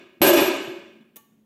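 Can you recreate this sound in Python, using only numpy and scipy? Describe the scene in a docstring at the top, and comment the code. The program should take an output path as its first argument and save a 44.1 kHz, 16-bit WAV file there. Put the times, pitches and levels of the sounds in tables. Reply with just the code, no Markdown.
"""A bare, echoing room hums faintly and still holds the end of an earlier blow. At 0.2 s a sledgehammer
hits a steel wedge standing in a log: the impact excites their modes, giving a crack, a clang, a hollow
knock and a thin high ring, and the log thuds on the floor. A limiter flattens the blow.
As the echo dies the log settles with three dull bumps. Near 1 s the room's low hum swells briefly,
and near 1.2 s the steel gives one light clink."""
import sys
import numpy as np
from scipy import signal
from scipy.fft import rfft, irfft, next_fast_len
from scipy.io import wavfile
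from scipy.ndimage import uniform_filter1d, minimum_filter1d

SR = 44100
rng = np.random.default_rng(int(sys.argv[2]) if len(sys.argv) > 2 else 0)


def unload_audio(sound):
    """Save the sound as a 16-bit wav file, at the path given as the first command line argument."""
    columns = np.transpose(np.atleast_2d(sound))
    # keep every value between -1 and 1, then stretch to whole-number steps
    steps = np.round(np.clip(columns, -1, 1) * 32767)
    wavfile.write(sys.argv[1], SR, steps.astype(np.int16))


N = 63945
SIZE = next_fast_len(3 * N)
FREQS = np.fft.rfftfreq(SIZE, 1 / SR)
TIME = np.arange(N) / SR


def amp(db):
    """Amplitude ratio of a level in decibels."""
    return 10 ** (np.asarray(db) / 20)


def unit(x):
    """Normalisation to rms 1."""
    return x / np.sqrt(np.mean(x ** 2) + 1e-20)


def along(points, hz):
    """Interpolation of (f/Hz, value) points on a logarithmic frequency axis."""
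    f, v = np.transpose(points)
    return np.interp(np.log(hz + 1), np.log(f + 1), v)


def fade(t, t60):
    """Exponential decay by 60 dB in t60 seconds."""
    return np.exp(-np.log(1000) * t / t60)


def filtered(x, response):
    """Convolution as a product of spectra."""
    return irfft(rfft(x, SIZE) * response, SIZE)[:N]


def minimum_phase(points):
    """Causal response through (f/Hz, level/dB) points, by folding the cepstrum."""
    cepstrum = irfft(np.log(amp(along(points, FREQS))), SIZE)
    cepstrum[1:SIZE // 2] *= 2
    cepstrum[SIZE // 2 + 1:] = 0
    return np.exp(rfft(cepstrum))


def resonance(hz, width_hz):
    """Frequency response of a damped oscillator."""
    return 1j * FREQS * width_hz / (hz * hz - FREQS ** 2 + 1j * FREQS * width_hz)


def at(x, s):
    """Time shift of x by s seconds."""
    return np.interp(np.arange(N) - round(s * SR), np.arange(N), x, left=0, right=0)


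# hammer blows: t/s, relative level/dB
BLOWS = [(-.62, -0.5), (.2172, 0.5)]

def hammer():
    """Impact excitation: each blow sets log and steel vibrating freely, and the room reverberates."""
    impact, ring = log_knock() + crack(), clang()
    return sum(amp(db) * at(room(impact, direct_db=-19) + room(ring, direct_db=-12.5), s)
               for s, db in BLOWS)


# modes of the log with the wedge in it: f/Hz, bandwidth/Hz, relative level/dB
LOG_MODES = [(288, 23, -5.5), (342.5, 24, 4.5), (368.3, 25.2, 5.5), (561.4, 40, 1.5), (622, 22, -4),
             (856, 55, -19), (969, 60, -19.5), (1205, 70, -22.5), (1582, 100, -13.5), (2191, 91, -15),
             (2452, 90, -12.5), (2776, 67, -16), (3415, 61, -17), (4030, 28, -24.5)]

def log_knock():
    """Modal superposition: the log's impulse response, radiated poorly below a cutoff."""
    cutoff_hz = 217
    modes = sum(amp(db) * resonance(hz, width) for hz, width, db in LOG_MODES)
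    radiation = FREQS ** 2 / (FREQS ** 2 + cutoff_hz ** 2)
    return amp(47.5) * irfft(modes * radiation, SIZE)[:N]


# spectrum of steel striking steel: f/Hz, relative level/dB
CRACK_SPECTRUM = [(30, -25), (130, -11), (250, 0), (460, -3.5), (780, -4.5), (1000, -3.5), (1950, -7.5),
                  (2700, -0.5), (4700, -9.5), (6500, 1.5), (8000, 1), (11000, 0.5), (13500, -1),
                  (15500, -6.5)]

def crack():
    """High modal density: short-lived modes overlap into a burst of decaying noise."""
    cluster = unit(rng.standard_normal(N) * fade(TIME, t60=.055)) / np.sqrt(N)
    return amp(18.5) * filtered(cluster, minimum_phase(CRACK_SPECTRUM))


# modes of the hard-struck steel: f/Hz, relative level/dB
CLANG_MODES = [(856, -2), (968, -1), (1209, -6), (1524, -2), (1613, 0), (1675, -3), (2210, -3), (2423, 1),
               (2532, 0), (2893, -1), (3403, -2), (3778, -4), (4400, -9), (7300, -8)]

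def clang():
    """Free vibration: the steel's inharmonic modes decay at a common rate."""
    modes = sum(amp(db) * np.sin(2 * np.pi * hz * TIME) for hz, db in CLANG_MODES)
    return amp(-20.5) * fade(TIME, t60=.2) * modes


def wedge_ping():
    """Random modulation: the wedge's piercing top note wavers in the echo as it decays."""
    pitch_hz, waver_hz = 12460, 21.6
    low_pass = 1 / (1 + (FREQS / waver_hz) ** 4)
    in_phase = unit(filtered(rng.standard_normal(N), low_pass))
    quadrature = unit(filtered(rng.standard_normal(N), low_pass))
    phase = 2 * np.pi * pitch_hz * TIME
    tone = (1 + in_phase) * np.sin(phase) + quadrature * np.cos(phase)
    return sum(at(amp(db - 13) * tone * fade(TIME, t60=.52), s) for s, db in BLOWS)


def floor_thud():
    """Damped resonance: each blow drives the log against the floor in a short, low rumble."""
    centre_hz, rise_s, lead_s = 190, .01, .01
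    band = resonance(centre_hz, width_hz=60) / (1 + (FREQS / centre_hz / 2) ** 2)
    rumble = unit(filtered(rng.standard_normal(N), band))
    envelope = (1 - np.exp(-TIME / rise_s)) * fade(TIME, t60=.16)
    return sum(at(amp(db - 12) * rumble * envelope, s - lead_s) for s, db in BLOWS)


# three bumps of the settling log, then a brief swell of the room's hum: t/s, level/dB, f/Hz
LOW_PULSES = [(0.676, -36, 137), (0.714, -24, 335), (0.781, -40.5, 198), (1.004, -38.5, 221.3)]

def bumps_and_hum_swell():
    """Damped oscillation: one low mode sounds for each bump of the log and for the hum's swell near 1 s."""
    rise_s = .0033
    envelope = (1 - np.exp(-TIME / rise_s)) * fade(TIME, t60=.1)
    return sum(at(amp(db) * envelope * np.sin(2 * np.pi * hz * TIME), s) for s, db, hz in LOW_PULSES)


# contacts within the clink: t/s, relative level/dB
CONTACTS = [(1.1597, 1.5), (1.1654, 6), (1.169, -6.5), (1.1725, -34)]
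# spectrum of one contact: f/Hz, relative level/dB
TICK_SPECTRUM = [(80, -33), (300, 5), (600, 4), (1400, -5), (3000, 0), (5000, -12.5), (6400, -2.5),
                 (10000, -4.5), (14500, 10.5), (16000, -6)]

def clink():
    """Contact chatter: steel touches steel in brief broadband ticks, the first starting a ring."""
    bursts = sum(at(amp(db) * rng.standard_normal(N) * fade(TIME, t60=.021), s) for s, db in CONTACTS)
    ticks = amp(-41) * filtered(bursts, minimum_phase(TICK_SPECTRUM))
    chatter = room(ticks, direct_db=0, early_db=-1.5, early_t60=.11, tail_db=-5)
    return chatter + at(steel_ring(), CONTACTS[0][0])


# modes of the lightly touched steel: f/Hz, relative level/dB, T60/s
STEEL_MODES = [(865, -2, .38), (1136, 3, .45), (1790, -5, .5), (2400, -11, .35), (2920, -2, .38),
               (4404, -15, .35), (6643, -9, .2), (9927, -11, .2)]

def steel_ring():
    """Beating: each mode interferes with a weaker twin slightly higher in frequency."""
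    rise_s, twin_db = .017, -5
    splits_hz = 27 * rng.uniform(.46, 1.85, len(STEEL_MODES))
    ring = np.zeros(N)
    for (hz, db, t60), split in zip(STEEL_MODES, splits_hz):
        mode = np.sin(2 * np.pi * hz * TIME)
        twin = amp(twin_db) * np.sin(2 * np.pi * (hz + split) * TIME)
        ring += amp(db) * fade(TIME, t60) * (mode - twin)
    return amp(-55.5) * ring * (1 - np.exp(-TIME / rise_s))


# reverberation time of the room: f/Hz, T60/s
REVERB_TIMES = [(60, 0.43), (200, 0.78), (370, 0.99), (600, .76), (1200, 0.93), (2500, 1), (4000, 0.85),
                (7500, 0.73), (11000, 0.44), (15500, 0.46)]

def room(x, direct_db, early_db=-9, early_t60=.66, tail_db=0):
    """Reverberation: direct sound, early reflections and a diffuse tail whose midrange lasts longest."""
    hz, t, spectra = signal.stft(rng.standard_normal(N), SR, nperseg=256)
    decay = fade(t, along(REVERB_TIMES, hz)[:, None])
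    tail = signal.istft(spectra * decay, SR, nperseg=256)[1][:N]
    early = rng.standard_normal(N) * fade(TIME, early_t60)
    reflections = (amp(tail_db) * unit(tail) + amp(early_db) * unit(early)) / np.sqrt(N)
    return filtered(x, amp(direct_db) + rfft(reflections, SIZE))


# spectrum of the room's air noise: f/Hz, relative level/dB
AIR_SPECTRUM = [(25, -14.5), (70, -8), (120, -2.5), (220, 3.5), (380, -5.5), (600, -16.5), (1200, -25.5),
                (3000, -32), (6000, -37.5), (15000, -29.5)]

def room_tone():
    """Stationary noise: a broad, low band of air and a narrow band heard as a wavering hum."""
    air = filtered(rng.standard_normal(N), amp(along(AIR_SPECTRUM, FREQS)))
    hum = irfft(rfft(rng.standard_normal(SIZE)) * resonance(hz=220, width_hz=7.8), SIZE)[:N]
    return amp(-61) * unit(air) + amp(-59) * unit(hum)


def scene():
    """Superposition: the pressures of all sources add at one microphone."""
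    return (hammer() + wedge_ping() + floor_thud() + bumps_and_hum_swell() + clink() + room_tone())[None]


def record(dry):
    """Dynamic range control: limiting, soft clipping and downward expansion, then a band-pass filter."""
    limit_db, clip_db, expand_below_db, expand_depth_db = -12, -2.5, -51.5, 6
    low_cut_hz, high_cut_hz = 60, 15750
    window, hold = int(.01 * SR), int(.011 * SR)
    rms = np.sqrt(np.abs(uniform_filter1d(dry[0] ** 2, window)) + 1e-12)
    gain = minimum_filter1d(np.minimum(1, amp(limit_db) / rms), hold, origin=(hold - 1) // 2)
    limited = dry[0] * uniform_filter1d(gain, window // 2)
    rounded = limited / (1 + (limited / amp(clip_db)) ** 6) ** (1 / 6)
    quietness = uniform_filter1d(1 / (1 + (rms / amp(expand_below_db)) ** 2), window)
    expanded = rounded * amp(-expand_depth_db * quietness)
    high_pass = (1j * FREQS / (low_cut_hz + 1j * FREQS)) ** 2
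    low_pass = 1 / np.sqrt(1 + (FREQS / high_cut_hz) ** 240)
    return filtered(expanded, high_pass * low_pass)[None]


dry = scene()
out = record(dry)
unload_audio(out)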